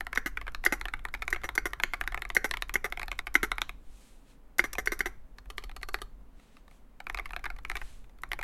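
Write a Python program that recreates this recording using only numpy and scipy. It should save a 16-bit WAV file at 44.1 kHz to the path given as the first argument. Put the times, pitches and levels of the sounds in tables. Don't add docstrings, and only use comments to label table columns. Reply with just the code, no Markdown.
import sys
import numpy as np
from scipy import signal
from scipy.fft import rfft, irfft, next_fast_len
from scipy.io import wavfile
from scipy.ndimage import uniform_filter1d

SR = 44100
rng = np.random.default_rng(int(sys.argv[2]) if len(sys.argv) > 2 else 0)


def waveform_to_disk(signal):
    frames = np.transpose(np.atleast_2d(signal))
    scaled = np.clip(frames, -1, 1) * 32767
    samples = np.round(scaled).astype(np.int16)
    wavfile.write(sys.argv[1], SR, samples)


N = 371763

# (time [s], blow level [dB], cap pitch [Hz], relative housing snap [dB])
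PRESSES = [(.0071, -31.5, 1950, -12), (0.0674, -37, 1930, -10), (0.547, -38.5, 1960, 1.5),
           (.812, -35.5, 1930, -5), (0.8542, -33, 2000, -15), (1.0514, -32.5, 1880, -12),
           (1.279, -30.5, 1950, -10.5), (1.4899, -32, 1920, -9.5), (1.7333, -34.5, 1880, -7),
           (1.8351, -21.5, 2070, -5.5), (2.0114, -28.5, 1980, -10.5), (2.0756, -31, 1960, -6.5),
           (2.1443, -31.5, 1890, -10.5), (2.22, -34, 1890, -3), (2.3013, -34.5, 2020, -13),
           (2.5109, -31, 2010, 2), (2.5705, -37.5, 2030, -3), (2.622, -32.5, 1740, 3),
           (2.6936, -37.5, 2080, -5), (2.9235, -32.5, 2010, -10), (2.9955, -37, 1970, -3),
           (3.0303, -35, 2050, -8.5), (3.0806, -40, 2050, -1.5), (3.1902, -31, 1750, -4),
           (3.5167, -27, 1820, -8.5), (3.5818, -33, 2010, -11.5), (3.6168, -29.5, 1870, 4.5),
           (3.6928, -38, 2030, -2.5), (7.068, -37.5, 2170, -17), (7.0977, -34, 2070, -12),
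           (7.1457, -34.5, 2150, -9), (7.187, -37.5, 2080, -22), (7.3336, -39.5, 2280, -17),
           (7.3632, -35, 2090, -10.5), (7.6494, -37, 2230, -19), (7.698, -32, 2050, -9),
           (7.715, -37.5, 2140, -7), (8.2343, -36, 1830, -10), (8.3164, -32, 2020, -6),
           (8.3318, -33, 2070, -4.5)]
# (time [s], blow level [dB], relative housing snap [dB])
RETURNS_AND_CLICKS = [(0.1291, -33.5, -16), (0.158, -38, -1), (.372, -32, -25), (0.413, -42, -9),
                      (0.4675, -43.5, -22), (0.4791, -36.5, -27), (0.6388, -35, -17), (0.883, -38.5, -10),
                      (0.9368, -31.5, -21), (1.1394, -32, -11), (1.147, -39.5, -6), (1.221, -33, -15),
                      (1.225, -38.5, -12), (1.3458, -39, -22), (1.361, -36.5, -29), (1.7994, -33, -17),
                      (1.935, -30.5, -13), (1.94, -34.5, -10), (2.121, -41, -12.5), (2.1751, -35.5, -23),
                      (2.2509, -37.5, -19.5), (2.538, -31.5, -14), (2.8607, -38, -14.5),
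                      (2.9733, -37.5, -19.5), (3.0154, -37.5, -24), (3.1153, -32.5, -14.5),
                      (3.2686, -34.5, -9.5), (4.7521, -40, -6), (7.1957, -34.5, -19), (7.2565, -39.5, -9),
                      (7.441, -38, -10), (7.455, -35, -16), (7.4613, -34, -41.5), (7.5015, -40.5, -13),
                      (7.7538, -33.5, -12), (7.768, -38.5, 1.5), (7.8146, -39.5, -20), (8.39, -38, -10),
                      (8.412, -44, -3), (8.427, -34, -16)]
# (time [s], blow level [dB])
SPACE_PRESSES = [(0.1742, -22.5), (0.6625, -18), (1.3276, -24), (1.5777, -21.5), (2.366, -18),
                 (2.7554, -22), (3.353, -16), (4.593, -17), (4.8729, -23.5), (5.0056, -24)]
# (time [s], blow level [dB])
SPACE_RETURNS = [(0.2598, -30.5), (.723, -26.5), (1.4416, -35), (1.655, -29.5), (2.443, -27.5),
                 (2.8428, -30), (3.4299, -25.5), (4.6397, -32.5), (4.7827, -30), (4.919, -29),
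                 (5.0575, -31.5)]
# (time [s], blow level [dB])
SIDE_PRESSES = [(5.3841, -50), (5.5806, -35), (5.8304, -37), (5.943, -29)]
# (time [s], blow level [dB])
SIDE_RETURNS = [(5.5013, -48.5), (5.638, -50), (5.7638, -48.5), (5.887, -44.5), (6.017, -43)]
# (nominal frequency [Hz], relative level [dB], 60 dB decay time [s])
CASE = [(159.3, -13.5, 0.019), (250, -4.5, 0.018), (336, 1, 0.041), (411, 0.5, .036), (546, -2.5, 0.015)]
# (nominal frequency [Hz], relative level [dB], 60 dB decay time [s])
PLATE = [(776.6, -4.5, 0.023), (925, -8, 0.012), (1219.4, 3, 0.016), (1272, 0, 0.019)]
# (nominal frequency [Hz], relative level [dB], 60 dB decay time [s])
CAP = [(1518, -3, 0.0081), (1770, 0.5, 0.016), (2096, 6.5, .012), (2406, -1, 0.012)]
# (nominal frequency [Hz], relative level [dB], 60 dB decay time [s])
HOUSING = [(2630, -3.5, 0.0064), (3500, -3, .006), (3990, -4, 0.0078)]
# (nominal frequency [Hz], relative level [dB], 60 dB decay time [s])
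BAR = [(1491, -3, 0.02), (1908, 5, .0095), (2111, 0, 0.028)]
# (nominal frequency [Hz], relative level [dB], 60 dB decay time [s])
WIRE = [(5810, 6, .034), (6350, -2, 0.017), (6740, -1, .03), (10930, -1, 0.013), (11570, -1.5, 0.014),
        (12330, 3, .03)]
# (frequency [Hz], relative level [dB])
TICK = [(3500, -15), (5000, -3.5), (6000, -3.5), (9500, -5), (12000, 0), (14500, -15), (16000, -27.5)]

AGE = np.arange(16384) / SR
TICK_SLOPE = 0.4


def undb(db):
    return 10 ** (np.asarray(db) / 20)


def add(out, s, sound):
    i = max(int(s * SR), 0)
    out[i:i + len(sound)] += sound[:max(N - i, 0)]


def colour(x, points):
    hz, db = np.transpose(points)
    size = next_fast_len(2 * len(x), real=True) // 2 * 2
    bins_hz = np.arange(size // 2 + 1) * SR / size
    gain = undb(np.interp(np.log(bins_hz + 1), np.log(hz), db))
    cepstrum = irfft(np.log(gain))
    cepstrum[1:size // 2] *= 2
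    cepstrum[size // 2 + 1:] = 0
    return irfft(rfft(x, size) * np.exp(rfft(cepstrum)))[:len(x)]


def noise(points):
    x = colour(rng.standard_normal(N), points)
    return x / x.std()


def band(x, lo_hz, hi_hz):
    s = 2j * np.pi * np.arange(len(x) // 2 + 1) * SR / len(x)
    lo, hi = s / (2 * np.pi * lo_hz), s / (2 * np.pi * hi_hz)
    high_pass = lo ** 2 / (lo ** 2 + np.sqrt(2) * lo + 1)
    low_pass = 1 / (hi ** 2 + np.sqrt(2) * hi + 1)
    return irfft(rfft(x) * high_pass * low_pass)


def ring(modes, pitch=1, scatter_db=2.5, detune=0.0067, size=2048, dense_db=-9):
    hz, db, t60 = np.transpose(modes)[:, :, None]
    level_draw, pitch_draw = rng.standard_normal((2, len(modes), 1))
    t = AGE[:size]
    edges_hz = hz.min() * pitch * 0.74, hz.max() * pitch * 1.15
    sign = (-1) ** np.arange(len(modes))[:, None]
    amplitude = sign * undb(db + scatter_db * level_draw)
    fade = np.exp(-np.log(1000) * t / t60)
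    sines = np.sin(2 * np.pi * hz * pitch * (1 + detune * pitch_draw) * t)
    clear = band((amplitude * fade * sines).sum(0), *edges_hz)
    burst = rng.standard_normal(size) * undb(-60 * t / min(t60.min(), .03))
    dense = band(band(burst, *edges_hz), *edges_hz)
    return clear / np.linalg.norm(clear) + undb(dense_db) * dense / np.linalg.norm(dense)


def rung(contacts, sound):
    y = np.zeros(len(sound) + 1024)
    for late, size in contacts:
        add(y, min(late, .022), size * sound)
    return y


def level(sound, db):
    return sound * undb(db) / np.sqrt(np.sum(sound ** 2) / (SR / 100))


def bounces(settle_ms, strength, count):
    late = (np.arange(count) + 1 - rng.uniform(0, .5, count)) / count * settle_ms / 1000
    sizes = strength * rng.uniform(0.94, 1.0, count) * np.linspace(1, .6, count)
    return [(.0005, 0.67)] + list(zip(late, sizes))


def strike(contacts, parts):
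    return sum(level(rung(contacts, sound), db) for sound, db in parts)


def tick(contacts, t60, tail_db, tail_t60):
    t = AGE[:2048]
    fade = undb(-60 * t / t60) + undb(tail_db - 60 * t / tail_t60)
    power = rung([(s, size ** 2) for s, size in contacts], fade ** 2)
    return colour(rng.standard_normal(len(t)) * np.sqrt(power[:len(t)]), TICK)


def rising_noise(s, db, length=0.012):
    t = AGE[:int(length * SR)]
    grains = rng.standard_normal(len(t)) * undb(4 * rng.exponential(size=len(t)))
    return s - length, level(colour(grains * np.sqrt(t / length), TICK), db)


def still_air():
    # (frequency [Hz], relative level [dB])
    air_colour = [(71, -45.5), (120, -14), (278, -6.5), (327, -16), (513, -15.5), (605, -18.5),
                  (930, -20.5), (1010, -21), (5520, -42.5), (16000, -41.5)]
    return undb(-64) * noise(air_colour)


def desk(push_db=-43, side_push_db=-43, rest_db=-54, settle_s=.1):
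    # (frequency [Hz], relative level [dB])
    rumble_colour = [(12, -2), (27, -3), (47, -5), (65, -20.5), (95, -26), (150, -28.5), (260, -70)]
    usual_contacts = PRESSES + RETURNS_AND_CLICKS + SPACE_PRESSES + SPACE_RETURNS
    side_key_contacts = SIDE_PRESSES + SIDE_RETURNS
    pushes = np.zeros(N)
    for rows, db in (usual_contacts, push_db), (side_key_contacts, side_push_db):
        for s, *_ in rows:
            add(pushes, s, np.array([undb(db) ** 2]))
    power = signal.lfilter([1], [1, -np.exp(-1 / (settle_s * SR))], pushes)
    power = uniform_filter1d(power, size=3000)
    return noise(rumble_colour) * np.sqrt(power + undb(rest_db) ** 2)


def clack(db, hz, snap_db, contacts):
    # (nominal frequency [Hz], relative level [dB], 60 dB decay time [s])
    stem_knock = [(1670, 0, 0.0033)]
    pitch = hz / 2010
    plate_db = -41 + 0.48 * (db + 34)
    return strike(contacts, [
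        (ring(stem_knock, pitch, detune=.06, dense_db=-15), db - 11),
        (ring(CAP, pitch, scatter_db=4.5, detune=0.028, dense_db=-7.5), db - 0.5),
        (ring(PLATE, scatter_db=5.5, detune=0.06, dense_db=-14), plate_db),
        (ring(HOUSING, scatter_db=0.5, detune=.05, dense_db=-4.5), db + snap_db - 4.0),
        (ring(CASE, detune=0.051), db - 20.5)])


def letter_presses():
    out = np.zeros(N)
    for s, db, hz, snap_db in PRESSES:
        contacts = bounces(settle_ms=1.7, strength=.18, count=2)
        tick_db = db - 13.5 + TICK_SLOPE * snap_db
        add(out, s, clack(db, hz, snap_db, contacts))
        add(out, s, level(tick(contacts, .003, -14, .022), tick_db))
        add(out, *rising_noise(s, tick_db - 21))
        touch_s = s - rng.uniform(.008, 0.03)
        touch = tick([(.003, 1)], .004, -10, .016)
        add(out, touch_s, level(touch, -67 + 4 * rng.standard_normal()))
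    return out


def returns_and_clicks():
    out = np.zeros(N)
    free_hz = 2015
    for s, db, snap_db in RETURNS_AND_CLICKS:
        settle_ms = 4.6 * np.exp(.35 * rng.standard_normal())
        contacts = bounces(settle_ms, strength=0.42, count=2)
        tick_db = db - 13 + TICK_SLOPE * snap_db
        add(out, s, clack(db, free_hz, snap_db, contacts))
        add(out, s, level(tick(contacts, 0.0038, -24, .025), tick_db))
        add(out, *rising_noise(s, tick_db - 19))
    return out


def sideways(x, spread_hz=170):
    treble = signal.sosfiltfilt(signal.butter(2, 800, "high", fs=SR, output="sos"), x)
    flutter = signal.sosfilt(signal.butter(4, spread_hz, fs=SR, output="sos"), rng.standard_normal(N))
    return x - treble + treble * np.tanh(2 * flutter / flutter.std()) * 1.37


def reflections(x, db, t60):
    # (frequency [Hz], relative level [dB])
    room_colour = [(100, -10.5), (350, 2), (1250, 1.5), (2100, -5.5), (4000, -3.5), (6000, -3),
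                   (15000, -8.5)]
    onset = np.clip(AGE / .003 - 1, 0, 1)
    tail = rng.standard_normal(len(AGE)) * undb(-60 * AGE / t60) * onset
    return signal.fftconvolve(x, colour(undb(db) * tail / np.linalg.norm(tail), room_colour))[:N]


def room(x):
    return reflections(x, db=-13.5, t60=0.056) + reflections(sideways(x), db=-18, t60=.35)


def spacebar_slack():
    # (time [s], blow level [dB])
    slack_times = [(.151, -48), (0.65, -33.5), (1.303, -45.5), (1.5521, -39.5), (2.3493, -36),
                   (2.7391, -35), (3.3418, -41), (4.5833, -36.5), (4.7305, -39.5), (4.858, -42.5),
                   (4.9913, -42)]
    out = np.zeros(N)
    for s, db in slack_times:
        contacts = bounces(settle_ms=7.5, strength=.55, count=3)
        add(out, s, level(tick(contacts, 0.006, -16.0, .03), db - 0.5))
        add(out, s, strike(contacts, [
            (ring(WIRE, scatter_db=8, detune=.015), db - 6),
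            (ring(BAR), db - 4),
            (ring(PLATE), db - 7.5),
            (ring(HOUSING), db - 10),
            (ring(CASE), db - 12.5)]))
    return out


def spacebar_presses():
    out = np.zeros(N)
    for s, db in SPACE_PRESSES:
        add(out, s, strike([(0, 1)], [
            (ring(BAR, detune=.008, dense_db=-17), db + .5),
            (ring(CASE, detune=0.11, dense_db=-6.5), db - 15),
            (ring(PLATE), db - 16.5),
            (ring(WIRE, scatter_db=1.5, detune=0.014), db - 20.5)]))
        chatter = bounces(9.8, 1.0, count=3)
        add(out, s, strike(chatter, [(ring(HOUSING, detune=0.097), db - 19)]))
        add(out, s, level(tick(chatter, 0.0095, -9.0, .06), db - 25.5))
    return out


def spacebar_returns():
    out = np.zeros(N)
    for s, db in SPACE_RETURNS:
        contacts = bounces(16, 0.41, count=4)
        add(out, s, strike(contacts, [
            (ring(BAR[:-1], detune=0.027), db - .6),
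            (ring(BAR[-1:], detune=.003, dense_db=-14), db - 2),
            (ring(PLATE), db - 7.0),
            (ring(HOUSING, detune=0.02), db - 14.0),
            (ring(WIRE, scatter_db=1.5, detune=0.01, dense_db=-7), db - 12.5)]))
        add(out, s, level(tick(contacts, .007, -7, 0.081), db - 13))
        add(out, s, level(ring(CASE, detune=0.07, dense_db=-10), db - 5.5))
    return out


def light_key_contacts():
    # (time [s], blow level [dB])
    listed = [(0.992, -47.5), (1.085, -42), (1.416, -48), (1.435, -34.5), (2.038, -39), (3.127, -40),
              (5.457, -55), (5.624, -54), (5.694, -43.5), (5.714, -46), (5.814, -49), (5.987, -46),
              (6.397, -57.5), (6.568, -53), (6.679, -54), (6.711, -55.5), (7.002, -37), (7.173, -33),
              (7.292, -49), (7.306, -39.5), (7.393, -46), (7.563, -50), (7.586, -43), (8.042, -58.5),
              (8.095, -59), (8.186, -58)]
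    out = np.zeros(N)
    faint = []
    for s, *_ in RETURNS_AND_CLICKS:
        faint.append((s + rng.uniform(0, .07), -58 + 3.5 * rng.uniform(-1, 1)))
    for s, db in listed + faint:
        contacts = bounces(5.1, .37, count=2)
        add(out, s, strike(contacts, [
            (ring(CAP, detune=0.036, dense_db=-1), db - 7.5),
            (ring(PLATE, detune=0.024), db - 8.5),
            (ring(HOUSING, detune=0.05, dense_db=-4), db - 15.5)]))
        tick_db = 0.63 * db - 38
        add(out, s, level(tick(contacts, .0055, -22.5, 0.023), tick_db))
    return out


def hands():
    # (frequency [Hz], relative level [dB])
    skin_colour = [(1000, -2), (2500, 2.5), (4000, 1), (5000, -3), (8000, -0.5), (12000, -6.5),
                   (15000, -23.5)]
    # (middle [s], width scale [s], peak level before treble gain [dB],
    # treble gain [dB])
    slides = [(4.031, 0.29, -65, 2.5), (4.308, 0.085, -65.5, -4), (6.43, 0.14, -67, -9),
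              (6.56, 0.12, -68, -17), (6.745, 0.1, -69, -1.5), (7.87, 0.23, -59.5, -1.5)]
    t = np.arange(N) / SR
    rub = noise(skin_colour)
    treble = signal.sosfilt(signal.butter(1, 5000, "high", fs=SR, output="sos"), rub)
    out = np.zeros(N)
    for s, width, db, treble_db in slides:
        swell = undb(db) / (1 + ((t - s) / width) ** 2) ** 4
        out += (rub + treble * (undb(treble_db) - 1)) * swell
    return out


def springs(count):
    # (nominal frequency [Hz], relative level [dB], 60 dB decay time [s])
    spring_modes = [(4240, 0, 0.15), (4440, -4, 0.22), (7650, -13, .18), (11340, -16, .15)]
    return ring(spring_modes * count, scatter_db=4.0, detune=0.0059, size=8192, dense_db=-12)


def side_strokes(rows, settle_ms, bounce, plate_db, housing_db, tick_db):
    # (nominal frequency [Hz], relative level [dB], 60 dB decay time [s])
    side_case = [(393.5, -2, 0.035), (1194, -3.5, 0.05)]
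    out = np.zeros(N)
    for s, db in rows:
        contacts = bounces(settle_ms, bounce, count=3)
        add(out, s, strike(contacts, [
            (ring(CAP, pitch=0.918, detune=0.051, dense_db=0), db + .5),
            (ring(PLATE), db + plate_db - 4),
            (ring(HOUSING, detune=.069, dense_db=-14), db + housing_db)]))
        add(out, s, level(ring(side_case, dense_db=-15.5), db + plate_db - 2.0))
        own_spring = ring([(4350, 0, 0.028)], dense_db=-1.5)
        add(out, s, level(own_spring, .5 * db - 29.5))
        built_up = 1 - np.exp(-(s - SIDE_PRESSES[0][0]) / .25)
        add(out, s, built_up * level(springs(count=8), -55))
        add(out, s, level(tick(contacts, 0.0066, -26, 0.11), db + tick_db))
        add(out, *rising_noise(s, db - 27))
    return out


def side_key():
    presses = side_strokes(SIDE_PRESSES, settle_ms=2.7, bounce=0.12, plate_db=-8, housing_db=-16.5, tick_db=-15.5)
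    returns = side_strokes(SIDE_RETURNS, settle_ms=6.1, bounce=0.47, plate_db=1.5, housing_db=-3.0, tick_db=-4.5)
    return presses + returns


def scene():
    typing = letter_presses() + returns_and_clicks() + light_key_contacts()
    spacebar = spacebar_slack() + spacebar_presses() + spacebar_returns()
    keyboard = typing + spacebar + side_key()
    return (still_air() + desk() + keyboard + room(keyboard) + hands())[None]


def record(dry):
    return signal.sosfilt(signal.ellip(8, .2, 70, 16200, fs=SR, output="sos"), dry)


dry = scene()
out = record(dry)
waveform_to_disk(out)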